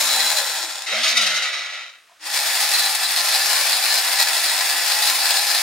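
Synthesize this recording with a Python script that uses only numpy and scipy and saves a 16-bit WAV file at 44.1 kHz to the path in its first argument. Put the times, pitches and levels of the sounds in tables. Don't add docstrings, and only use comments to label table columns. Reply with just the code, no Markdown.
import sys
import numpy as np
from scipy import signal
from scipy.fft import rfft, irfft, next_fast_len
from scipy.io import wavfile
from scipy.ndimage import map_coordinates

SR = 44100
rng = np.random.default_rng(int(sys.argv[2]) if len(sys.argv) > 2 else 0)


def output_pcm(signal):
    pcm = np.clip(np.atleast_2d(signal).T, -1, 1) * 32767
    wavfile.write(sys.argv[1], SR, np.round(pcm).astype(np.int16))


N = 247842

# (s, turns a second)
DRIVE_SPEED = [(.86, 68), (.9, 136), (0.939, 206), (1.001, 230), (1.04, 256), (1.08, 264), (1.121, 255), (1.161, 246), (1.209, 220), (1.29, 195), (1.42, 166), (1.52, 122.5), (1.8, 69.3), (1.89, 27.7), (2.0, 6.1), (2.05, 2.26)]
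# (s, dB)
KNOCKS = [(2.096, -53), (2.115, -48.5)]
# (Hz, dB per Hz)
WINCH_BODY = [(30, -35.5), (160, -35), (215, -32), (300, -17), (430, -19), (520, -9.5), (800, -1.5), (1130, -3.5), (1800, 2), (2600, 1.5), (3150, -1), (3800, -2), (5200, 0.5), (6000, -2.5)]
DRIVE_BODY = [(30, -37), (120, -40.5), (250, -28), (420, -27.5), (540, -7.5), (680, -7.5), (950, -12), (1180, -8), (1400, -4.5), (2100, 2.5), (3200, 1), (4400, -2.5), (5800, -1.5), (6900, 0.5)]
WINCH_FIZZ = [(5000, 6.5), (5700, -1.5), (6100, -3.5), (7000, -3.5), (7900, -3.5), (9800, -3.5), (11500, -5), (13500, -8), (15800, -8)]
DRIVE_FIZZ = [(5000, 17), (6400, -16), (6900, -16), (7400, -12), (8700, -1), (10000, -6), (12000, -9), (15800, -21)]
FLOOR = [(15, -75), (25, -41), (462, -14.5), (691, -9), (879, -13), (1000, -11), (1090, -3.5), (2500, -5), (2850, -6),
         (9270, -15.5), (15000, -26)]
# (Hz, width Hz, lift dB); the winch has one lift for its first run and one for its second
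WINCH_MODES = [(260, 15, 5, 2), (363, 46, 4, 0), (430, 45, -3, 2.5), (512, 18, 8.5, 5.5), (574, 25, 6, 1.5), (634, 40, 7.5, 2.5), (704, 6.1, 1, 10), (773, 13, 8, 8.5), (834.4, 19, 10.5, 9), (903, 10, 11, 3.5), (1027, 39, 7.5, 7), (1078, 42, -9, -9.5), (1376, 40, 6.5, 3), (1625, 49, 3.5, 0.5), (1736, 28, 5.5, 7.5), (1924, 55, 2, 4.5), (2310, 26, -9, 4.5), (2660, 44, -2.5, 3.5), (2940, 50, -7, 2), (3540, 240, 6, 5), (3860, 93, 6, 5), (3930, 100, 6.5, 0.5), (4165, 110, 3, 6.5), (4340, 90, 7, 5), (4700, 50, 2, 7), (4960, 77, -7, 0), (5360, 200, 4, 2.5), (6900, 590, 5, 1), (8800, 110, 3, 4), (9750, 60, 2, 5.5)]
DRIVE_MODES = [(654, 52, 4.3), (1376, 140, 7.4), (2020, 300, 4), (2910, 100, 6.1), (3560, 140, 3.9), (3860, 190, 10), (4300, 120, 3.6), (5300, 110, 4.5), (5700, 120, 4.7), (6870, 140, 5.4)]
SING = [(2500, -46), (3550, -7), (3880, 8), (4200, 15.5), (4480, 5), (5150, 7.5), (5700, -49), (8000, -27)]  # (Hz, dB per Hz)
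HULL = [(200, -37), (500, -26), (680, 8), (850, -8), (1000, 5), (1300, -23), (4000, -26), (12000, -50)]  # (Hz, dB per Hz)
WIDTH = [(60, -6), (110, -4), (200, -39), (380, -22), (700, -15.5), (1290, -9), (2380, -7.5), (4400, -3), (8120, -1),
         (15000, -2.5)]
LEAN = [(200, 0), (700, -0.5), (1200, 0), (2200, 1), (4200, 0.5), (8000, 2.5), (14000, 0.5)]  # (Hz, left minus right dB)
ROOM = [(200, 0.28), (1000, 0.45), (4000, 0.18), (14000, 0.085)]  # (Hz, t60 s)
TOP_HZ = 15780
TIME = np.arange(N) / SR
# (s, length s, pitch Hz, dB)
SQUEALS = [(0.097, 0.01, 4000, -26), (0.212, 0.01, 4070, -27), (0.18, 0.25, 4040, -26.5), (2.23, 0.012, 5380, -43), (2.752, 0.0094, 4110, -21), (2.797, 0.028, 4170, -25.5), (2.856, 0.014, 4100, -27), (3.066, 0.012, 4000, -31), (5.09, 0.02, 4060, -33)]
OFF_S, COAST_S, ON_S, SPIN_UP_S = 0.265, 1.2, 2.188, 0.12
WINCH_HZ = 245.7
LOAD = [(0, -18), (.12, -20.5), (.28, -21.5), (.4, -20.5), (.58, -19.3), (2.2, -29), (2.25, -21.5), (2.38, -21), (2.62, -20), (2.82, -19.5), (2.95, -22.5), (3.25, -21), (3.57, -19.3), (3.74, -20.5),
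        (3.95, -20.5), (4.45, -20.5), (4.78, -21.3), (5.0, -20), (5.25, -20), (5.6, -20.5)]
# (dB at full speed, exponent); the winch's dB count from its load
WINCH_CLATTER, WINCH_RASP = (-4.5, 1.09), (-6, 1.07)
DRIVE_CLATTER, DRIVE_RASP = (-22.5, 1), (-40, 1.67)
DRIVE_RING = [(3000, -40), (3600, -22), (3860, 12), (4120, -19), (4800, -31)]  # (Hz, dB per Hz)
DRIVE_RING_LAW = (-49, 0.5)  # (dB at full speed, exponent)
DRIVE_HZ = 254
# (s, dB)
BINDS = [(2.662, -31), (2.793, -28), (2.848, -35), (2.889, -28), (3.066, -28), (3.19, -28), (3.336, -26), (3.424, -28), (3.506, -32), (3.572, -28), (3.667, -31), (3.745, -26), (3.86, -27), (3.908, -29), (3.978, -28), (4.201, -29), (4.39, -32), (4.483, -27.5), (4.923, -26), (5.057, -29), (5.098, -35), (5.235, -24.5), (5.39, -27), (5.516, -28), (5.57, -28)]
RUB_DB, BIND_WIDTH_S = -37, 0.028
# (s, extra force dB; below 0 they go slack)
# The second drive's rows end with the hardness of the contact (extra treble dB)
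WINCH_CATCHES = [(0.06, -1.5), (0.118, 1.5), (2.335, 4), (2.625, 2), (3.61, 0), (4.185, 3), (4.24, -2), (4.375, -1), (5.135, -3)]
DRIVE_CATCHES = [(.86, 3.5, 6), (.89, 2.5, -5), (.935, -3, -1), (1.03, 0.5, 6.5), (1.077, -0.5, 10), (1.095, -0.5, 2), (1.128, -7, 1), (1.167, 6, 8.5), (1.192, -1, 3.5), (1.21, 1.5, 6), (1.235, -3, 5), (1.261, 4.5, 3.5), (1.29, 1, 4.5), (1.342, 3.5, 8.5), (1.36, -0.5, 3), (1.42, 6.5, 0), (1.53, 5.5, 0), (1.575, -2, 3), (1.72, 0.5, -1), (1.79, 1, -3), (1.893, -1, 11)]
CATCH_ATTACK_S, CATCH_DECAY_S = 0.0035, 0.023
DRIVE_BITE = (-0.29, 0.33)
STRAIN_S, STRAIN_LENGTH_S, STRAIN_DB = 0.95, 0.13, 11.5
# (start s, end s, pitch Hz, dB)
DRONES = [(0.23, 0.61, 205, -66), (2.38, 3.5, 218, -70), (2.19, 7, 311, -63.5)]
# (Hz, dB)
UNBALANCE = [(125, -86), (165, -67), (185, -53), (222, -47), (248, -49), (262, -59)]
COMMUTATOR = [(240, -90), (300, -50.5), (370, -50.5), (440, -61), (515, -42), (575, -39), (640, -36.5), (700, -43), (760, -62)]
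HOIST_SHARE = .96
DRIFT_PER_S, DRIFT_RADIANS = 9, 1.375
SETTLE_S, SETTLE_DB = 0.26, 38


def amp(db):
    return 10 ** (np.asarray(db) / 20)


def unit(x):
    return x / np.sqrt(np.mean(x ** 2) + 1e-20)


def along(points, hz):
    f, v = np.transpose(points)
    return np.interp(np.log(hz + 1), np.log(f + 1), v)


def curves(rows):
    s, *cols = np.transpose(rows)
    return [np.interp(TIME, s, c) for c in cols]


def wobble(rate):
    return map_coordinates(rng.standard_normal(int(N * rate / SR) + 4), [TIME * rate])


def filtered(x, response):
    m = next_fast_len(N + SR // 4)
    return irfft(rfft(x, m) * response(np.fft.rfftfreq(m, 1 / SR)), m)[..., :N]


def band_rms(x, lo_hz, hi_hz):
    return np.std(filtered(x.mean(0), lambda hz: (hz > lo_hz) & (hz < hi_hz)))


def housing(modes, hz):
    return 1 + sum((amp(db) - 1) * 1j * hz * w / (c * c - hz * hz + 1j * hz * w) for c, w, db in modes)


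def room_tail():
    hz, t, z = signal.stft(rng.standard_normal((2, SR // 3)), SR, nperseg=256)
    tail = signal.istft(z * amp(-60 * t / along(ROOM, hz)[:, None]), SR, nperseg=256)[1]
    return tail / np.linalg.norm(tail[0])


def radiate(force, room_db, spread_t60, lag=.000012):
    size = SR // 20
    smear = rfft(rng.standard_normal((2, size)) * amp(-60 * np.arange(size) / SR / spread_t60))
    lead = SR // 250
    spread = np.roll(irfft(smear / np.abs(smear), size), lead, axis=1)
    direct = signal.oaconvolve(force[None], spread, axes=1)[:, lead:lead + N]
    angle = DRIFT_RADIANS * wobble(DRIFT_PER_S)
    echo = sum(signal.fftconvolve((force * share)[None], room_tail(), axes=1)[:, :N] for share in (np.cos(angle), np.sin(angle)))
    mid, side = direct + amp(room_db) * echo
    side = filtered(side, lambda hz: amp(along(WIDTH, hz) - 1.5))
    half = np.array([[.5], [-.5]])
    return filtered(np.array([mid + side, mid - side]), lambda hz: amp(along(LEAN, hz) * half) * np.exp(2j * np.pi * hz * lag * half))


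def shaft(speed_hz, flutter):
    return np.cumsum(np.maximum(speed_hz, 20) * (1 + flutter * wobble(25))) / SR


def teeth(turns, scatter_db, eccentric_db, count):
    due = np.arange(int(turns[-1] * count))
    slack, size, flank = rng.standard_normal((len(due), 3)).T
    angle = (due + .4 * slack) / count
    blows = np.sign(flank) * amp(scatter_db * np.minimum(size, 2) + eccentric_db * np.cos(2 * np.pi * angle))
    force = np.bincount(np.searchsorted(turns, angle), blows, N + 1)[:N]
    force[0] = 0
    return unit(force / np.sqrt(np.gradient(turns)))


def gearbox(force, body, fizz, modes, split_hz):
    share = lambda hz: 1 / (1 + (hz / split_hz) ** 10)
    clatter = filtered(force, lambda hz: housing(modes, hz) * amp(along(body, hz)) * share(hz))
    hiss = filtered(force, lambda hz: housing(modes, hz) * amp(along(fizz, hz)) * (1 - share(hz)))
    return clatter / band_rms(clatter, 500, 3400), hiss / band_rms(hiss, 7000, 15000)


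def hum(turns, first_db, third_db, waver_db, rough, room_db):
    hz = np.gradient(turns) * SR
    first = amp(first_db + along(UNBALANCE, hz) + .5 * waver_db * wobble(22.0))
    third = amp(third_db + along(COMMUTATOR, 3 * hz) + waver_db * wobble(70))
    tone = np.sqrt(2) * (first * np.sin(2 * np.pi * turns) + third * np.sin(3 * 2 * np.pi * turns + rough * wobble(130)))
    tone = tone * np.clip(hz / UNBALANCE[0][0], 0, 1) ** 2
    return tone + amp(room_db) * signal.fftconvolve(tone, room_tail()[0])[:N]


def winch():
    speed = winch_speed()
    turns = shaft(WINCH_HZ * speed, flutter=.004)
    pinion = radiate(teeth(turns, scatter_db=1.5, eccentric_db=0.5, count=9), room_db=-3.0, spread_t60=0.014)
    wheel = radiate(teeth(turns, scatter_db=5.5, eccentric_db=5, count=3), room_db=0.0, spread_t60=0.019)
    force = (pinion + amp(-2.5) * wheel) * amp(0.57 * wobble(45))
    first = [(hz, width, db) for hz, width, db, _ in WINCH_MODES]
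    second = [(hz, width, db) for hz, width, _, db in WINCH_MODES]
    runs = [gearbox(force, WINCH_BODY, WINCH_FIZZ, modes, split_hz=5760) for modes in (first, second)]
    clatter, fizz = np.where(TIME < ON_S, *runs)
    load_db = curves(LOAD)[0] + catches(WINCH_CATCHES) + 0.07 * wobble(6)
    fizz = soften(fizz, turns, full_hz=203, knee_hz=9250)
    gears = amp(load_db) * (by_speed(WINCH_CLATTER, speed) * clatter + by_speed(WINCH_RASP, speed) * fizz)
    sing = binds() * unit(filtered(wheel, lambda hz: amp(along(SING, hz))))
    ring = lambda pitch, width_hz=95: unit(filtered(wheel, lambda hz: (1j * hz * width_hz / (pitch ** 2 - hz ** 2 + 1j * hz * width_hz))))
    squeal = sum(amp(db) * swell(s, length) * ring(pitch) for s, length, pitch, db in SQUEALS)
    slack = np.where(TIME < ON_S, .6, .35)
    unbalance_db = np.where(TIME < OFF_S, -5, -27)
    unsettled = np.exp(-np.maximum(TIME - ON_S, 0) / SETTLE_S)
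    commutator_db = np.where(TIME < ON_S, -2, 0.5 - SETTLE_DB * unsettled)
    rotor = hum(turns, first_db=unbalance_db, third_db=commutator_db, waver_db=3, rough=slack, room_db=-15)
    return gears + sing + squeal + rotor


def drive():
    speed_hz, = curves(DRIVE_SPEED)
    speed = speed_hz / DRIVE_HZ
    running = np.clip(np.minimum(TIME - DRIVE_SPEED[0][0], DRIVE_SPEED[-1][0] - TIME) / 0.004, 0, 1)
    turns = shaft(speed_hz, flutter=.008)
    snaps_db = catches([(s, force_db) for s, force_db, bite_db in DRIVE_CATCHES])
    bite = amp(catches([(s, bite_db) for s, force_db, bite_db in DRIVE_CATCHES]))
    blows = teeth(turns, scatter_db=2.0, eccentric_db=1.5, count=9) * amp(snaps_db + 1.3 * wobble(59.8))
    force = sum(radiate(blows, room_db=-0.5, spread_t60=0.012) for way in range(2)) / np.sqrt(2)
    clatter, fizz = gearbox(force, DRIVE_BODY, DRIVE_FIZZ, DRIVE_MODES, split_hz=6520)
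    rasp = filtered(clatter, lambda hz: 1 - 1 / (1 + (hz / 3400) ** 8))
    gears = by_speed(DRIVE_CLATTER, speed) * (clatter - rasp + by_speed(DRIVE_BITE, speed) * bite * rasp)
    gears = gears + by_speed(DRIVE_RASP, speed) * bite * soften(fizz, turns, full_hz=200, knee_hz=10370)
    ring = unit(filtered(force, lambda hz: amp(along(DRIVE_RING, hz))))
    gears = gears + by_speed(DRIVE_RING_LAW, speed) * ring
    whine_db = -6.0 + STRAIN_DB * swell(STRAIN_S, STRAIN_LENGTH_S)
    groan = speed * hum(turns, first_db=0, third_db=whine_db, waver_db=2.6, rough=.9, room_db=-15)
    return running * (gears * amp([[-.4], [.4]]) + groan)


def knocks():
    force = sum(amp(db - 60 * np.abs(TIME - s) / 0.087) * (TIME >= s) for s, db in KNOCKS)
    colour = lambda x: filtered(x, lambda hz: amp(along(HULL, hz)))
    grain = rng.standard_normal(N)
    return amp(-1.0) * colour(force * grain) / np.std(colour(grain))


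def workshop():
    air = rng.standard_normal(N) + .5 * rng.standard_normal((2, N))
    rumble = unit(filtered(rng.standard_normal(N), lambda hz: (hz / (hz + 35)) ** 2 / (1 + (hz / 130) ** 2)))
    return amp(-55.0) * unit(filtered(air, lambda hz: amp(along(FLOOR, hz)))) + amp(-86) * rumble


def swell(s, length):
    return np.exp(-.5 * ((TIME - s) / length) ** 2)


def soften(fizz, turns, full_hz, knee_hz):
    dull = filtered(fizz, lambda hz: 1 / (1 + (hz / knee_hz) ** 6))
    hardness = np.clip(np.gradient(turns) * SR / full_hz, 0, 1)
    return dull + hardness * (fizz - dull)


def drone(waver_db=3, fade_s=0.051):
    gate = lambda start, end: np.clip(np.minimum(TIME - start, end - TIME) / fade_s, 0, 1)
    notes = sum(amp(db) * gate(start, end) * np.sin(2 * np.pi * hz * TIME + 1.0 * wobble(21)) for start, end, hz, db in DRONES)
    return np.sqrt(2) * amp(waver_db * wobble(14)) * notes


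def by_speed(law, speed):
    full_db, exponent = law
    return amp(full_db) * speed ** exponent


def catches(rows):
    since = lambda s: np.maximum(TIME - s, 0)
    return sum(db * (1 - np.exp(-since(s) / CATCH_ATTACK_S)) * np.exp(-since(s) / CATCH_DECAY_S) for s, db in rows)


def binds():
    rub = amp(RUB_DB) * (TIME > ON_S) * winch_speed() ** 2
    return np.sqrt(rub ** 2 + sum((amp(db) * swell(s, BIND_WIDTH_S)) ** 2 for s, db in BINDS))


def winch_speed():
    coasting = np.clip(1 - (TIME - OFF_S) / COAST_S, 0, 1) ** 2
    return coasting + HOIST_SHARE * (1 - np.exp(-np.maximum(TIME - ON_S, 0) / SPIN_UP_S))


def scene():
    return winch() + drone() + drive() + knocks() + workshop()


def record(dry):
    return filtered(dry, lambda hz: hz < TOP_HZ)


dry = scene()
out = record(dry)
output_pcm(out)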